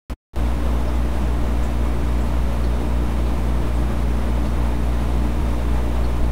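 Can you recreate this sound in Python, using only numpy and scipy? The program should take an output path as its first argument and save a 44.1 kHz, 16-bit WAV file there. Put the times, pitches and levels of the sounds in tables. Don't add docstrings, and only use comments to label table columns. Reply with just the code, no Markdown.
import sys
import numpy as np
from scipy import signal
from scipy.fft import rfft, irfft, next_fast_len
from scipy.io import wavfile

SR = 44100
rng = np.random.default_rng(int(sys.argv[2]) if len(sys.argv) > 2 else 0)


def file_out(sig):
    cols = np.atleast_2d(sig).T
    lim = np.clip(cols, -1, 1)
    pcm = np.round(lim * 32767).astype(np.int16)
    wavfile.write(sys.argv[1], SR, pcm)


N = 278315


def from_db(db):
    return 10 ** (np.asarray(db) / 20)


def rms_one(x):
    return x / np.sqrt(np.mean(x ** 2) + 1e-20)


def drift(rate_hz):
    step = 40
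    pole = np.exp(-2 * np.pi * rate_hz * step / SR)
    noise = rng.standard_normal(N // step + 2002)
    slow = signal.lfilter([1], [1, -2 * pole, pole ** 2], noise)[2000:]
    return np.interp(np.arange(N) / step, np.arange(len(slow)), rms_one(slow))


def tone(turns, level_db):
    return np.sqrt(2) * from_db(level_db) * np.cos(2 * np.pi * turns)


def band_fizz(centre_hz, spread):
    edges_hz = [centre_hz / (1 + spread), centre_hz * (1 + spread)]
    band = signal.butter(2, edges_hz, "band", fs=SR, output="sos")
    return rms_one(signal.sosfilt(band, rng.standard_normal(N)))


def harmonics(turns, orders, flutter_db):
    out = tone(turns, orders[0][1])
    for multiple, level_db in orders[1:]:
        k = round(multiple)
        phase = k * turns - (k - 1) / 4
        out = out + tone(phase, level_db + flutter_db * drift(2))
    return out


def hum(t):
    mains_hz, motor_hz, fan_blade_hz = 59.99, 56.40, 293.7
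    in_step_s = 1.566
    skip_s, skip_jump_s, dip_s = 5.42, 0.00645, 0.0021
    # multiple of the mains, level/dB rms
    pump_orders = [(1, -21), (2, -34), (3, -45.5), (4, -35.5), (5, -41.5), (6, -48.5), (7, -47.5),
                   (12, -52.5), (13, -58), (28, -64)]
    # multiple of its rate, level/dB rms
    motor_orders = [(1, -35.5), (2, -50)]

    clock = t - in_step_s + skip_jump_s * (t > skip_s)
    pumps = harmonics(mains_hz * clock, pump_orders, flutter_db=0.5)
    motor = harmonics(motor_hz * clock, motor_orders, flutter_db=0.0)
    fan_turns = fan_blade_hz * clock + 0.055 * drift(0.94)
    fan = tone(fan_turns, -40 + 2.25 * drift(3.5))
    dip = 1 - np.exp(-((t - skip_s) / dip_s) ** 2)
    return (pumps + motor + fan) * dip


def water(churn_db):
    # f/Hz, level/dB per Hz
    rush_points = [(15, -52), (45, -57), (120, -57), (300, -59), (450, -63), (650, -62.5), (1050, -65),
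                   (1500, -73), (2300, -76)]
    # f/Hz, level/dB per Hz
    hiss_points = [(3000, -79.5), (3900, -83), (4800, -87.5), (5900, -87.5), (7000, -90), (10000, -90),
                   (12500, -95), (15500, -93.5)]
    # f/Hz, full width at half the dB/Hz, gain/dB
    cabinet_modes = [(158, 29, 6.5), (174, 12, -6), (210.9, 13.7, 10), (233, 6.2, -4.5), (269, 13, -5),
                     (359, 31, 4.5), (384, 20, -2.5), (483.5, 18, 5), (502, 14, -4), (556, 27, 3),
                     (606, 22, 4.5), (654, 20, 1), (765, 84, -2.5), (865, 19, 1), (1113, 27, -3.5),
                     (1115, 35, -2.5)]

    size = next_fast_len(N)
    hz = np.maximum(np.fft.rfftfreq(size, 1 / SR), 1)
    points_hz, points_db = np.transpose(np.concatenate([rush_points, hiss_points]))
    level_db = np.interp(np.log(hz), np.log(points_hz), points_db)
    for centre_hz, width_hz, gain_db in cabinet_modes:
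        level_db = level_db + gain_db * 0.5 ** ((2 * (hz - centre_hz) / width_hz) ** 2)
    spectrum = rfft(rng.standard_normal(size)) * from_db(level_db)
    flow = irfft(spectrum, size)[:N] * np.sqrt(SR / 2)
    return flow * from_db(churn_db * drift(13.0))


def spits(t, rise_s, spread):
    t60_s = 0.15
    # t/s, f/Hz, level/dB rms ahead of rise and decay
    spit_list = [(.732, 11700, -49), (.874, 5250, -46), (.953, 7300, -49), (1.632, 7000, -45),
                 (1.636, 8600, -47), (2.206, 7400, -46), (2.24, 11000, -50), (2.638, 4200, -40.5),
                 (3.25, 4050, -44), (3.744, 8100, -47.5), (4.455, 4400, -46.5), (4.85, 11300, -51),
                 (6.037, 4200, -42), (6.238, 4100, -47)]

    out = np.zeros(N)
    for start_s, pitch_hz, level_db in spit_list:
        age = np.clip(t - start_s, 0, 1)
        rise = 1 - np.exp(-age / rise_s)
        decay = from_db(level_db - 60 * age / t60_s)
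        out += band_fizz(pitch_hz, spread) * rise * decay
    return out


def tiny_spits(per_s, level_db, t60_s, spread):
    out = np.zeros(N)
    decay = from_db(-60 / (t60_s * SR))
    centres_hz = np.geomspace(4000, 11500, num=8)
    for centre_hz in centres_hz:
        struck = rng.random(N) < per_s / len(centres_hz) / SR
        bursts = struck * rng.uniform(0.5, 1, N)
        envelope = signal.lfilter([1], [1, -decay], bursts + 1e-18)
        out += envelope * band_fizz(centre_hz, spread)
    return from_db(level_db) * out


def whine(t, waver_db):
    # f/Hz, level/dB rms
    whine_lines = [(2251, -67), (2364, -65), (3601, -64), (3714, -63.5), (4277, -74), (4979, -70),
                   (5039, -82), (8640, -69)]
    return sum(tone(hz * t + 0.1 * drift(1), db + waver_db * drift(2.3)) for hz, db in whine_lines)


def bumps(t):
    rock_hz, rock_half_s = 18, 0.029
    # t/s, swing level/dB ahead of the envelope
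    bump_list = [(1.426, -17), (1.62, -23), (2.432, -19), (3.635, -23), (6.216, -14)]

    out = np.zeros(N)
    for centre_s, level_db in bump_list:
        swing = np.sin(2 * np.pi * rock_hz * (centre_s - t))
        envelope = np.exp(-((t - centre_s) / rock_half_s) ** 2)
        out += from_db(level_db) * swing * envelope
    return out


def switch_click(t, dull_hz, crack_db):
    click_s, click_db, t60_s = 0.0984, -23.5, 0.14
    decay = from_db(-60 * np.clip(t - click_s, 0, 1) / t60_s)
    burst = rng.standard_normal(N) * (t >= click_s) * decay
    burst[round(click_s * SR)] += from_db(crack_db)
    pole = np.exp(-2 * np.pi * dull_hz / SR)
    return signal.lfilter([np.sqrt(1 - pole ** 2)], [1, -pole], from_db(click_db) * burst + 1e-18)


def scene():
    t = np.arange(N) / SR
    machines = hum(t) + whine(t, waver_db=2.0)
    clear_spits = spits(t, rise_s=0.004, spread=0.081)
    faint_spits = tiny_spits(per_s=10, level_db=-56.5, t60_s=0.18, spread=0.079)
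    return (machines + water(churn_db=0.51) + clear_spits + faint_spits + bumps(t))[None]


def record(dry):
    bias, close_s, cutoff_hz = -0.064, 0.0038, 15700
    # from t/s, to t/s, gain/dB
    open_spans = [(0.0974, 0.1337, -5.5), (0.334, .3587, -15), (0.3595, 7, 0)]

    t = np.arange(N) / SR
    gate = sum(from_db(db) * ((t >= start) & (t < end)) for start, end, db in open_spans)
    fade = np.exp(-1 / (close_s * SR))
    smoothed = signal.lfilter([1 - fade], [1, -fade], gate)
    gate = np.maximum(gate, smoothed)
    switched = gate * (dry + bias + switch_click(t, dull_hz=169, crack_db=19))
    lowpass = signal.ellip(12, 0.1, 90, cutoff_hz, fs=SR, output="sos")
    return signal.sosfilt(lowpass, switched)


dry = scene()
out = record(dry)
file_out(out)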